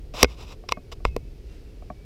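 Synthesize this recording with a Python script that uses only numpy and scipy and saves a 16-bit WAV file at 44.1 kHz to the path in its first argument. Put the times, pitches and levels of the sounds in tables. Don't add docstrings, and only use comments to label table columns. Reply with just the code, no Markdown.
import sys
import numpy as np
from scipy import signal
from scipy.fft import rfft, irfft
from scipy.io import wavfile
from scipy.ndimage import uniform_filter1d

SR = 44100
rng = np.random.default_rng(int(sys.argv[2]) if len(sys.argv) > 2 else 0)


def pcm_store(signal):
    levels = np.round(np.clip(np.atleast_2d(signal), -1, 1) * 32767)
    wavfile.write(sys.argv[1], SR, levels.astype(np.int16).T)


N = 90404
TIME = np.arange(N) / SR


def amp(db):
    return 10 ** (np.asarray(db) / 20)


def unit_rms(x):
    return x / np.sqrt(np.mean(x ** 2) + 1e-20)


def spectrum_db(points, hz):
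    point_hz, db = np.transpose(points)
    return np.interp(np.log(hz + 1), np.log(point_hz), db)


def envelope(points):
    return amp(np.interp(TIME, *np.transpose(points)))


def add(mix, start_s, sound):
    part = mix[max(round(start_s * SR), 0):][:len(sound)]
    part += sound[:len(part)]


def noise(points):
    gain = amp(spectrum_db(points, np.fft.rfftfreq(N, 1 / SR)))
    return unit_rms(irfft(rfft(rng.standard_normal(N)) * gain, N))


def min_phase(db):
    log_gain = np.log(amp(np.r_[db, db[-2:0:-1]]))
    return np.fft.ifft(np.exp(np.conj(signal.hilbert(log_gain)))).real


def ring(modes, t):
    return sum((-1) ** k * amp(db - 60 * t / t60_s) * np.sin(2 * np.pi * hz * t)
               for k, (hz, db, t60_s) in enumerate(modes))


# frequency in Hz, relative level in dB.
RUMBLE_SPECTRUM = [(10, -22), (25, -6), (42, -1.5), (60, -3), (85, -11), (125, -14), (170, -21),
                   (300, -37.5), (800, -69.5)]
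# time in seconds, level in dB.
RUMBLE_ENVELOPE = [(0, -39), (0.6, -42), (1.0, -40), (1.15, -35), (1.35, -39.5), (1.5, -42), (2.05, -41)]


def rumble():
    return noise(RUMBLE_SPECTRUM) * envelope(RUMBLE_ENVELOPE)


# frequency in Hz, relative level in dB.
AIR_SPECTRUM = [(60, -13.5), (200, -2), (310, 2), (420, 3.5), (520, -4), (700, -12.5), (1100, -22.5),
                (1800, -22.5), (2600, -20), (3600, -24), (5000, -22.5), (7000, -31), (12000, -34.5),
                (14400, -34), (15300, -38), (16000, -57.5)]


def river_air(level_db=-53):
    return noise(AIR_SPECTRUM) * amp(level_db)


# start in seconds, length in seconds, start and end pitch in Hz, level in dB.
WHISTLE_NOTES = [(0.717, .09, 2570, 2510, -63.5), (0.834, .07, 2310, 2220, -71),
                 (1.07, 0.097, 2630, 2530, -60.5), (1.199, 0.044, 2280, 2220, -68.5),
                 (1.486, 0.052, 2720, 2780, -67), (1.653, 0.076, 2690, 2710, -71),
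                 (1.898, 0.189, 2250, 2324, -68)]


def bird(echo_db=-6, echo_t60_s=0.81):
    direct = np.zeros(N)
    for start_s, length_s, start_hz, end_hz, db in WHISTLE_NOTES:
        progress = np.arange(0, length_s, 1 / SR) / length_s
        pitch_hz = start_hz + (end_hz - start_hz) * progress
        arch = np.sqrt(2 * np.sin(np.pi * progress))
        add(direct, start_s, amp(db) * arch * np.sin(2 * np.pi * np.cumsum(pitch_hz) / SR))
    woods = rng.standard_normal(SR) * amp(-60 * TIME[:SR] / echo_t60_s)
    return direct + amp(echo_db) * signal.fftconvolve(direct, woods / np.linalg.norm(woods))[:N]


# frequency in Hz, relative level in dB.
JACKET_SPECTRUM = [(400, -4.5), (1000, -1), (2000, 2), (3000, 0), (3800, -1.5), (5000, -1.5), (7500, -10),
                   (15000, -23.5)]
# time in seconds, level in dB.
JACKET_ENVELOPE = [(1.25, -77.5), (1.42, -71), (1.52, -61.5), (1.66, -67.5), (1.8, -70), (2.05, -70.5)]


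def jacket():
    return noise(JACKET_SPECTRUM) * envelope(JACKET_ENVELOPE)


# start in seconds, strength in dB.
HULL_BLOWS = [(0.1389, -38), (0.637, -46), (0.771, -36), (0.916, -52.5), (1.0020, -54), (1.822, -43),
              (1.9007, -31)]
# frequency in Hz, gain in dB, T60 in seconds.
HULL_MODES = [(190.1, -6, 0.092), (260, -5.5, .08), (604, 4, 0.046), (726, -1.5, 0.062), (883, -16, 0.056),
              (1127, -1.5, 0.034), (1273, -15, 0.038), (1543, -8.5, 0.022), (1900, -7.5, 0.0083),
              (2330, -13, .025)]


def hull_knocks(rise_s=0.00117, rattle_db=-21, rattle_decay_s=0.0025):
    force, t = np.zeros(N), TIME[:SR // 5]
    for start_s, db in HULL_BLOWS:
        blow = amp(rattle_db) * rng.standard_normal(len(t)) * np.exp(-t / rattle_decay_s)
        blow[0] += 1
        add(force, start_s, amp(db) * blow)
    hull = ring(HULL_MODES, t) * (1 - np.exp(-t / rise_s))
    return signal.fftconvolve(force, hull)[:N]


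# start in seconds, level in dB, frequency in Hz, T60 in seconds.
MOUNT_SHOVES = [(0.233, -13.5, 58.95, 0.15), (1.052, -13, 41, 0.1), (1.079, -19.5, 62.7, .1),
                (1.173, -23.5, 40, 0.1)]


def mount_rocking(rise_s=0.0013):
    out, t = np.zeros(N), TIME[:SR // 2]
    attack = 1 - np.exp(-t / rise_s)
    for start_s, db, hz, t60_s in MOUNT_SHOVES:
        add(out, start_s, -amp(db - 60 * t / t60_s) * attack * np.sin(2 * np.pi * hz * t))
    return out


# centre in Hz, width in Hz, gain in dB.
TOUCH_EQ = [(491.2, 140, 5.5), (1065, 380, 6.5), (1666, 350, -6), (2100, 96, 4), (2555, 300, 5.5),
            (3220, 200, -4.5), (3750, 450, 1.5), (4423, 400, -9.5), (5048, 600, 4), (5720, 300, 5),
            (6470, 1100, -4.5), (7300, 320, 1.5), (9195, 1000, -8), (15200, 1400, -11)]


def touch_eq_db(hz):
    return sum(db / (1 + (2 * (hz - centre_hz) / width_hz) ** 2)
               for centre_hz, width_hz, db in TOUCH_EQ)


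# start, length and fade in seconds, midpoint level in dB, swell in dB.
FINGER_SLIDES = [(0.137, .093, 0.0024, -34, 16.5), (0.231, 0.027, .002, -39, -12),
                 (0.251, 0.12, 0.081, -46, 4), (0.363, 0.12, 0.051, -46, -9), (0.457, 0.099, 0.036, -47, 0),
                 (0.521, 0.012, 0.0016, -54.5, -2), (0.685, 0.022, .003, -47.5, -8.5),
                 (0.707, 0.0201, 0.0015, -40.5, 12), (0.915, 0.028, 0.006, -41.5, -17),
                 (1.045, 0.046, 0.003, -50, -9)]
# frequency in Hz, relative level in dB.
RUB_SPECTRUM = [(100, -5), (450, 1.5), (1000, 0), (2000, -6.5), (2900, 1), (4200, -1.5), (5500, -6),
                (7500, -11.5), (9500, -19), (15000, -21)]


def finger_rubs(grain_db=2.5, eq_depth=0.98, fft_size=1024):
    force, hz = np.zeros(N), np.fft.rfftfreq(fft_size, 1 / SR)
    hiss = rng.standard_normal(N)
    roughness = unit_rms(uniform_filter1d(rng.standard_normal(N), size=30))
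    grains = unit_rms(hiss * amp(grain_db * roughness))
    for start_s, length_s, fade_s, db, swell_db in FINGER_SLIDES:
        t = np.arange(0, length_s, 1 / SR)
        fade = np.minimum(np.minimum(t, length_s - t) / fade_s, 1)
        add(force, start_s, fade * amp(db + swell_db * (t / length_s - 0.5)))
    response = min_phase(spectrum_db(RUB_SPECTRUM, hz) + eq_depth * touch_eq_db(hz))
    return signal.fftconvolve(force * grains, response / np.linalg.norm(response))[:N]


CONTACT_BANDS_HZ = [150, 420, 1000, 2400, 5000, 11000]
# start in seconds, grit length in seconds, grit share from 0 to 1,
# note of the touched spot in Hz, its lift or damping in dB, then gain in dB for each band.
CONTACTS = [ (0.2295, 0.0021, 0.91, 4830, 10, 13, 24, 17.5, 22, 25, 9),
            (0.2327, .0012, 0.27, 282.5, 2, 22.5, 30.5, 18.5, 12.5, 9, 6),
            (0.2444, 0.0017, 0.98, 1500, 15, 13, 24.5, 11, 15, 7.5, -31),
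            (0.6889, 0.0014, 1, 5270, 14.5, -9, 2.5, -17, -2, -9, -35),
            (0.6921, .0012, 0.69, 1070, 5, -18, -21, 2.5, -2.5, -4, -25),
            (0.7222, 0.0019, 0.75, 1490, -14, 2.5, 7.5, 18.5, 10, 7.5, -17.5),
            (1.0517, 0.0011, 0.48, 2593, 7.5, -7, 4.5, -1, 3.5, -8, -28),
            (1.0525, 0.001, 0.59, 1318, 5, 7.5, 19, 21.5, 4.5, -3.5, -19.5),
            (1.1640, 0.0022, 1, 4200, 14.5, -1, 0, 3, -5, -12, -19),
            (1.1648, 0.00075, 0.11, 870, -13.5, 4.5, 20, 8, -39, -20, -27.5), ]
# frequency in Hz, gain in dB, T60 in seconds.
CASE_MODES = [(270, -49.5, 0.058), (385, -54.5, 0.029), (484, -52.5, 0.042), (2164, -57, 0.15)]
SPOT_RELATIVE_WIDTH, GRIT_FROM_HZ = 0.17, 730
SHIVER_DB, SHIVER_T60_S, SHIVER_TOP_HZ = -18, 0.035, 3500


def finger_clicks(fft_size=4096):
    out, t, hz = np.zeros(N), TIME[:fft_size], np.fft.rfftfreq(fft_size, 1 / SR)
    shiver_db = SHIVER_DB - 10 * np.log10(1 + (hz / SHIVER_TOP_HZ) ** 2)
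    for start_s, grit_s, grit_share, spot_hz, spot_db, *bands_db in CONTACTS:
        contact_db = spectrum_db(list(zip(CONTACT_BANDS_HZ, bands_db)), hz)
        spot_shape = 1 / (1 + (2 * (hz / spot_hz - 1) / SPOT_RELATIVE_WIDTH) ** 2)
        colour_db = contact_db + touch_eq_db(hz) + spot_db * spot_shape
        grit_power = np.clip(grit_share, 0.01, 0.999) ** 2 / (1 + (GRIT_FROM_HZ / (hz + 50)) ** 4)
        push = min_phase(colour_db + 10 * np.log10(1 - grit_power))
        add(out, start_s, push)
        grit = rng.standard_normal(fft_size) * np.exp(-(t / grit_s) ** 2)
        shiver = rng.standard_normal(fft_size) * amp(-60 * t / SHIVER_T60_S)
        for force, db in (grit, 10 * np.log10(grit_power)), (shiver, shiver_db):
            response = min_phase(colour_db + db)
            add(out, start_s, signal.fftconvolve(force / np.linalg.norm(force), response))
    return out + signal.fftconvolve(out, ring(CASE_MODES, t))[:N]


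def scene():
    handling = finger_clicks() + mount_rocking() + finger_rubs()
    return (handling + hull_knocks() + bird() + rumble() + river_air() + jacket())[None]


def record(dry):
    ceiling, cutoff_hz = 0.88, 16300
    low_pass = signal.firwin(511, cutoff_hz, window=("kaiser", 9), fs=SR)
    return signal.oaconvolve(np.clip(dry, -ceiling, ceiling), low_pass[None], "same")


dry = scene()
out = record(dry)
pcm_store(out)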